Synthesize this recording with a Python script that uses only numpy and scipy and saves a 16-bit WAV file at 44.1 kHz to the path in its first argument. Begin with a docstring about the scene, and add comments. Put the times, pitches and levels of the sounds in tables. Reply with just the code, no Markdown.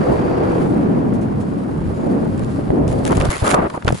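"""Wind roars and buffets at the two microphone ports of a small camera on a parachutist's foot.
It eases as the canopy slows; harness cloth rustles and the lines sing faintly in the airflow.
Then the feet touch down: jolts thump, shoes scuff through grit, cloth rubs and squeaks on the
housing, and knocks rattle the camera and ring its shell."""
import sys
import numpy as np
from scipy import signal
from scipy.fft import rfft, irfft
from scipy.io import wavfile

SR = 44100
rng = np.random.default_rng(int(sys.argv[2]) if len(sys.argv) > 2 else 0)


def materialize(psi):
    """Save the field psi as 16-bit PCM at rate SR to the path in sys.argv[1].

    A 1-D psi becomes a single channel; in a 2-D psi each row is a channel.
    """
    bounded = np.clip(np.atleast_2d(psi).T, -1, 1)
    quanta = np.round(bounded * 32767).astype(np.int16)
    wavfile.write(sys.argv[1], SR, quanta)


N = 176400
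T = np.arange(N) / SR
HZ = np.fft.rfftfreq(N, 1 / SR)

# turbulence (time [s], rumble [dB], buffet [dB], roar [dB]), before trim
EDDY_LEVELS = [(0.0, -40, -11.5, -19), (0.1, -22, -46, -14), (0.2, -33.5, -19, -19),
               (0.48, -24.5, -22.5, -16.5), (0.62, -36, -17.5, -18.5), (0.7, -29, -17.5, -20),
               (0.9, -33.5, -16, -20.5), (1.2, -28, -18, -23.0), (1.42, -29.5, -21.5, -26.5),
               (1.7, -31, -21, -28.5), (1.97, -25.5, -24.5, -26.5), (2.12, -39, -16.5, -19.5),
               (2.3, -26.5, -19.5, -26), (2.65, -25, -25, -28.5), (2.77, -28.5, -21.5, -20),
               (2.92, -20.5, -22.5, -21), (3.12, -25.5, -19.5, -21.5), (3.27, -18.5, -26, -21),
               (3.33, -38.5, -43, -60), (3.6, -41, -60, -30), (3.72, -42, -38, -32.5),
               (3.81, -48, -39, -44), (3.9, -23, -23, -41), (4, -42, -41.5, -54)]
# smoother flow (time [s], rush [dB], hiss [dB]), before trim
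STREAM_LEVELS = [(0, -30, -53), (.14, -30, -51), (.34, -30.5, -58.5), (.47, -30, -55), (.63, -31, -50),
                 (.68, -37, -52), (.85, -34, -57.5), (1.05, -38, -60), (1.6, -39, -57), (2.5, -37.5, -53.5),
                 (2.68, -38.5, -55), (2.81, -40, -60), (2.97, -38.5, -49.5), (3.3, -29, -44.5),
                 (3.4, -35.5, -41.5), (3.58, -40, -54), (3.75, -40, -52.5), (3.8, -42, -57),
                 (3.95, -39, -55)]
# spectra (frequency [Hz], relative density [dB])
RUMBLE_SPECTRUM = [(15, -20.5), (35, -12), (70, -2.5), (110, -0.5), (160, -1.5), (300, -23.5), (1000, -51),
                   (3000, -76)]
BUFFET_SPECTRUM = [(50, -24), (110, -10), (165, 0), (210, 0.5), (280, -0.5), (370, -9), (600, -35),
                   (1500, -59.5), (4000, -82)]
ROAR_SPECTRUM = [(80, -24), (210, -14), (320, -3.5), (440, -3), (650, -8.5), (900, -14), (1300, -25.5),
                 (2500, -41), (8000, -86)]
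RUSH_SPECTRUM = [(150, -7), (500, -2.5), (800, -2), (1150, 0), (1700, -8), (2500, -16.5), (4000, -28),
                 (5600, -31), (9000, -41)]
HISS_SPECTRUM = [(300, -6), (2000, 2.5), (3300, 3), (4700, 5), (5700, -3), (7300, 0), (9000, -1.5),
                 (10800, 2.5)]

def wind():
    """Large eddies rumble and buffet, small ones roar; smoother air adds a rush and a thin hiss."""
    rumble = airflow(RUMBLE_SPECTRUM, flutter_db=-2.5, flutter_hz=4.4)
    buffet = airflow(BUFFET_SPECTRUM, flutter_db=0.5, flutter_hz=24.8)
    roar = airflow(ROAR_SPECTRUM, flutter_db=1.7, flutter_hz=68)
    rush = airflow(RUSH_SPECTRUM, flutter_db=1.7, flutter_hz=140)
    hiss = airflow(HISS_SPECTRUM, flutter_db=1.5, flutter_hz=50)
    return (rumble * level(EDDY_LEVELS, column=1, trim_db=2.5)
            + buffet * level(EDDY_LEVELS, column=2, trim_db=-0.4)
            + roar * level(EDDY_LEVELS, column=3, trim_db=-1)
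            + rush * level(STREAM_LEVELS, column=1, trim_db=0.5)
            + hiss * level(STREAM_LEVELS, column=2, trim_db=6))


# moving air (frequency [Hz], left-right correlation)
AIR_CORRELATION = [(60, 0.89), (130, 0.87), (270, 0.39), (570, -0.2), (1210, -0.37), (2570, 0.16),
                   (5450, 0.42), (11600, 0.64)]

def airflow(spectrum, flutter_db, flutter_hz):
    """Unit-rms turbulence that flutters as eddies pass the ports."""
    eddies = ports(colour(rng.standard_normal((2, N)), spectrum), AIR_CORRELATION)
    return unit(eddies * amp(flutter_db * wander(flutter_hz)))


# gusts at the ports (start [s], length [s], level [dB])
GUST_STROKES = [(.08, 0.036, -16), (.29, 0.05, -21), (.69, 0.051, -17.5), (.84, 0.099, -22),
                (2.03, 0.11, -20.5), (2.58, 0.014, -17), (2.715, 0.12, -17)]
# (frequency [Hz], relative density [dB])
GUST_SPECTRUM = [(60, -32), (160, -4.5), (270, 2.5), (380, -1.5), (520, -9), (700, -11), (1000, -32),
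                 (3000, -71)]

def gusts():
    """Hollow swells of turbulence as the foot swings into the airflow."""
    swells = strokes(GUST_STROKES, rise_s=0.01, fall_s=0.019)
    return swells * airflow(GUST_SPECTRUM, flutter_db=2.0, flutter_hz=40)


# footfalls and jolts through the leg (time [s], level [dB], pitch [Hz])
JOLTS = [(2.7, -10.5, 85.5), (3.172, -9, 68.6), (3.195, -7.5, 64), (3.286, -8.5, 43), (3.421, -6, 86.5),
         (3.847, -9, 90), (3.872, -6.5, 129), (3.895, -12, 77), (3.922, -10, 121), (3.942, -13.5, 185)]

def thumps(rise_s=0.005, left_lag_s=0.001, puff_db=-9):
    """Each jolt pushes a damped low swing of air and a rough puff into one port, then the other."""
    out = np.zeros((2, N))
    samples = 6000
    t = np.maximum(T[:samples] - np.array([[left_lag_s], [0]]), 0)
    swell = (t / rise_s * np.exp(1 - t / rise_s)) ** 2.5
    rough_air = airflow(ROAR_SPECTRUM, flutter_db=5.5, flutter_hz=152)
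    for k, (s, db, hz) in enumerate(JOLTS):
        puff = amp(puff_db) * np.roll(rough_air, k * samples, axis=1)[:, :samples]
        add(out, s, amp(db) * swell * (puff - np.sin(2 * np.pi * hz * t)))
    return out


# knocks on camera and strap (time [s], level [dB], pitch [Hz]); harder is higher
CAMERA_KNOCKS = [(3.128, -4.5, 900), (3.2065, -10.5, 1450), (3.2119, -8, 1700), (3.254, -18, 1600),
                 (3.473, -3, 1100), (3.542, -3, 1500), (3.702, -17.5, 1540), (3.8239, -17, 1380),
                 (3.8695, -15.5, 1700), (3.8797, 0.5, 1790), (3.8823, -4, 970), (3.8887, -0.5, 1140),
                 (3.9057, -6, 660)]
# (frequency [Hz], relative density [dB])
RATTLE_SPECTRUM = [(40, -21), (250, -2), (1100, 9), (2400, 6), (4000, -6), (7000, -14.5), (11000, -30)]

def knocks(decay_cycles=0.6, pitch_spread=0.15, rattle_db=-2.5, hard_hz=1500):
    """Knocks flex the camera mount for about a cycle; hard ones rattle it."""
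    flex, rattle = np.zeros((2, 2, N))
    for s, db, hz in CAMERA_KNOCKS:
        cycles = hz * T[:2000] * np.exp(pitch_spread * rng.standard_normal((2, 1)))
        add(flex, s, amp(db) * np.sin(2 * np.pi * cycles) * np.exp(-cycles / decay_cycles))
        add(rattle, s, amp(db + rattle_db) * (hz / hard_hz) ** 2 * burst(decay_s=0.0022))
    return flex + colour(rattle, RATTLE_SPECTRUM)


# cloth on the housing (start [s], length [s], level [dB])
RUB_STROKES = [(3.095, 0.037, -16.5), (3.203, 0.069, -21.5), (3.302, 0.068, -28), (3.414, 0.026, -23.5),
               (3.44, 0.11, -18), (3.53, 0.046, -15), (3.575, 0.06, -15), (3.635, 0.037, -18),
               (3.697, 0.014, -35), (3.738, 0.015, -26), (3.772, 0.0075, -20)]
# (frequency [Hz], relative density [dB])
CLOTH_SPECTRUM = [(30, -7), (150, -2), (330, 2.5), (550, 0), (750, -1), (1200, -6), (1700, -16),
                  (3000, -30.5), (5000, -53), (11000, -71)]

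def rubs():
    """Cloth sticks and slips on the housing with a dull rasp."""
    slips = grains(per_s=3700, spread_db=2.5) * unit(amp(1.54 * wander(rate_hz=46)))
    return colour(slips * strokes(RUB_STROKES, rise_s=0.0017, fall_s=0.0029), CLOTH_SPECTRUM)


# shoes and trouser legs in grit (start [s], length [s], level [dB])
SCUFF_STROKES = [(2.912, 0.0068, -30.5), (3.058, 0.015, -25), (3.112, 0.017, -30), (3.148, 0.033, -30.5),
                 (3.2, 0.007, -32), (3.246, 0.0095, -28), (3.301, 0.018, -19), (3.328, .038, -26.5),
                 (3.372, 0.075, -37), (3.44, 0.052, -22.5), (3.489, 0.024, -19), (3.516, 0.027, -25.5),
                 (3.735, 0.012, -36.5), (3.862, 0.083, -38)]
# (frequency [Hz], relative density [dB])
GRIT_SPECTRUM = [(60, -17), (400, 5.5), (1200, 6.5), (2200, 0.5), (3500, -4.5), (5500, -10), (7000, -6),
                 (8800, -9.5), (10500, -7)]

def scuffs():
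    """Clumps of grit slip under the shoes."""
    slips = grains(per_s=3000, spread_db=4.8) * unit(amp(4.2 * wander(rate_hz=170)))
    return colour(slips * strokes(SCUFF_STROKES, rise_s=0.0026, fall_s=0.013), GRIT_SPECTRUM)


# small impacts (time [s], level [dB], leftward pan [dB])
GRIT_TICKS = [(2.378, -24, -5), (2.394, -16, -1), (2.436, -24, -7), (2.446, -19.5, 0), (2.879, -18, 17),
              (2.917, -22, 7), (3.052, -3.5, 8.5), (3.077, -11.5, 15), (3.092, -18, 9), (3.108, -12, -1),
              (3.17, -6.5, 3), (3.201, -10, -14), (3.221, -11, 0), (3.253, -12, 15), (3.302, -13, 5),
              (3.402, -17, 3), (3.462, -11, 2), (3.508, 1, -7), (3.526, -5, 0), (3.544, -1, 3),
              (3.7, -18, 0), (3.847, -14, 6), (3.9235, -8.5, -4)]
# (frequency [Hz], relative density [dB])
SNAP_SPECTRUM = [(200, -39), (1200, 7), (3300, 5), (5500, 2), (8000, 2.5), (10500, -1)]

def ticks():
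    """Grit and buckles strike with sharp ticks."""
    out = np.zeros((2, N))
    for s, db, pan_db in GRIT_TICKS:
        add(out, s, amp([[db + pan_db / 2], [db - pan_db / 2]]) * burst(decay_s=0.00074))
    return colour(out, SNAP_SPECTRUM)


# cloth catching (start [s], length [s], level [dB], pitch [Hz])
SQUEAK_NOTES = [(3.327, 0.025, -30.5, 2100), (3.445, 0.046, -21, 1320), (3.543, 0.014, -16, 1180),
                (3.698, 0.011, -32, 1130), (3.74, 0.029, -27.5, 1010)]

def squeaks():
    """Slips almost in step make a short, rough note."""
    return tones(SQUEAK_NOTES, width_hz=540, rise_s=0.0017, fall_s=0.0029)


# harness and sleeves (start [s], length [s], level [dB])
RUSTLE_STROKES = [(1.135, 0.02, -49), (1.21, 0.02, -47), (1.4, 0.02, -46.5), (2.5, 0.065, -51),
                  (2.877, 0.024, -41), (3.942, .07, -38)]

def rustles():
    """Stiff fabric creases with a fine, bright crackle."""
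    creases = grains(per_s=4000, spread_db=3.2)
    return colour(creases * strokes(RUSTLE_STROKES, rise_s=0.0026, fall_s=0.013), SNAP_SPECTRUM)


# suspension lines (start [s], length [s], level [dB], pitch [Hz])
LINE_NOTES = [(0, 0.47, -55, 4600), (1.92, .08, -61, 6750)]

def whistles():
    """Thin lines shed eddies at a high, fuzzy pitch."""
    return ports(tones(LINE_NOTES, width_hz=900, rise_s=0.027, fall_s=0.12), AIR_CORRELATION)


# shell resonances (frequency [Hz], level [dB], t60 [s])
SHELL_MODES = [(580, -51, 0.087), (1186, -56, 0.074), (2120, -53, 0.036), (3560, -60, 0.02),
               (6730, -40, 0.013), (9960, -26, .007), (10700, -31.5, 0.007)]
# contact sound (frequency [Hz], left-right correlation)
CONTACT_CORRELATION = [(60, 0.99), (250, 0.78), (600, -0.17), (1500, -0.14), (2500, 0.074), (4500, 0.41),
                       (10000, 0.36)]

def housing(contact):
    """Contact reaches both ports and rings the plastic shell."""
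    direct = ports(contact, CONTACT_CORRELATION)
    t = T[:4000]
    ring = sum(amp(db - 60 * t / t60) * np.cos(2 * np.pi * hz * t) for hz, db, t60 in SHELL_MODES)
    return direct + signal.oaconvolve(direct, ring[None], axes=1)[:, :N]


def ports(x, correlation):
    """Two close ports: each channel leaks into the other."""
    angle = np.arcsin(np.clip(per_bin(correlation), -.99, .99)) / 2
    bins = rfft(x)
    return irfft(np.cos(angle) * bins + np.sin(angle) * bins[::-1], N)


def tones(table, width_hz, rise_s, fall_s):
    """Breathy notes: noise in a narrow resonance."""
    out = np.zeros((2, N))
    for s, length, db, hz in table:
        rolloff = (1 + (2 * (HZ - hz) / width_hz) ** 2) ** 2
        note = irfft(rfft(rng.standard_normal((2, N))) / rolloff, N)
        out += unit(note) * strokes([(s, length, db)], rise_s, fall_s)
    return out


def grains(per_s, spread_db):
    """Tiny random slips of unequal size at each port."""
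    size = amp(spread_db * np.minimum(rng.exponential(1, (2, N)), 4))
    sign = rng.choice([-1, 1], (2, N))
    slipping = rng.random((2, N)) < per_s / SR
    return unit(size * sign * slipping)


def strokes(table, rise_s, fall_s):
    """Rise-hold-release envelopes, summed in power."""
    power = np.zeros(N)
    for s, length, db in table:
        rise = np.clip((T - s) / rise_s, 0, 1)
        release = np.exp(-np.maximum(T - s - length, 0) / fall_s)
        power += (amp(db) * rise * release) ** 2
    return np.sqrt(power)


def burst(decay_s, rise_s=0.00073):
    """Brief contact noise at each port."""
    t = T[:2000]
    return rng.standard_normal((2, len(t))) * np.minimum(t / rise_s, 1) * np.exp(-t / decay_s) / 2


def wander(rate_hz):
    """Unit-rms drift from 1 Hz to about rate_hz."""
    return unit(irfft(rfft(rng.standard_normal(N)) * (HZ > 1) / (1 + (HZ / rate_hz) ** 4), N))


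def colour(x, spectrum):
    """Minimum-phase filter of unit energy."""
    cepstrum = irfft(np.log(amp(per_bin(spectrum))), N)
    cepstrum[1:N // 2] *= 2
    cepstrum[N // 2 + 1:] = 0
    response = np.exp(rfft(cepstrum))
    return irfft(rfft(x) * response / np.sqrt(np.mean(abs(response) ** 2)), N)


def per_bin(points):
    """Table interpolated over log frequency."""
    hz, value = np.transpose(points)
    return np.interp(np.log(HZ + 1), np.log(hz + 1), value)


def level(table, column, trim_db):
    """Gain over time from one dB column."""
    rows = np.array(table)
    return amp(np.interp(T, rows[:, 0], rows[:, column]) + trim_db)


def add(mix, start_s, sound):
    """Mixes in a stereo sound."""
    part = mix[:, round(start_s * SR):][:, :sound.shape[1]]
    part += sound[:, :part.shape[1]]


def amp(db):
    """Decibels to gain."""
    return 10 ** (np.asarray(db) / 20)


def unit(x):
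    """Scales to unit rms."""
    return x / np.sqrt(np.mean(x ** 2) + 1e-20)


def scene():
    """Wind, and the landing heard through the camera body."""
    contact = scuffs() + rustles() + rubs() + squeaks() + knocks() + ticks()
    return wind() + gusts() + whistles() + thumps() + housing(contact)


def record(dry, cutoff_hz=11080):
    """Overload clips at full scale; a low-pass follows."""
    lowpass = signal.firwin(301, cutoff_hz, window=("kaiser", 8), fs=SR)
    return signal.oaconvolve(np.clip(dry, -1, 1), lowpass[None], "same")


dry = scene()
out = record(dry)
materialize(out)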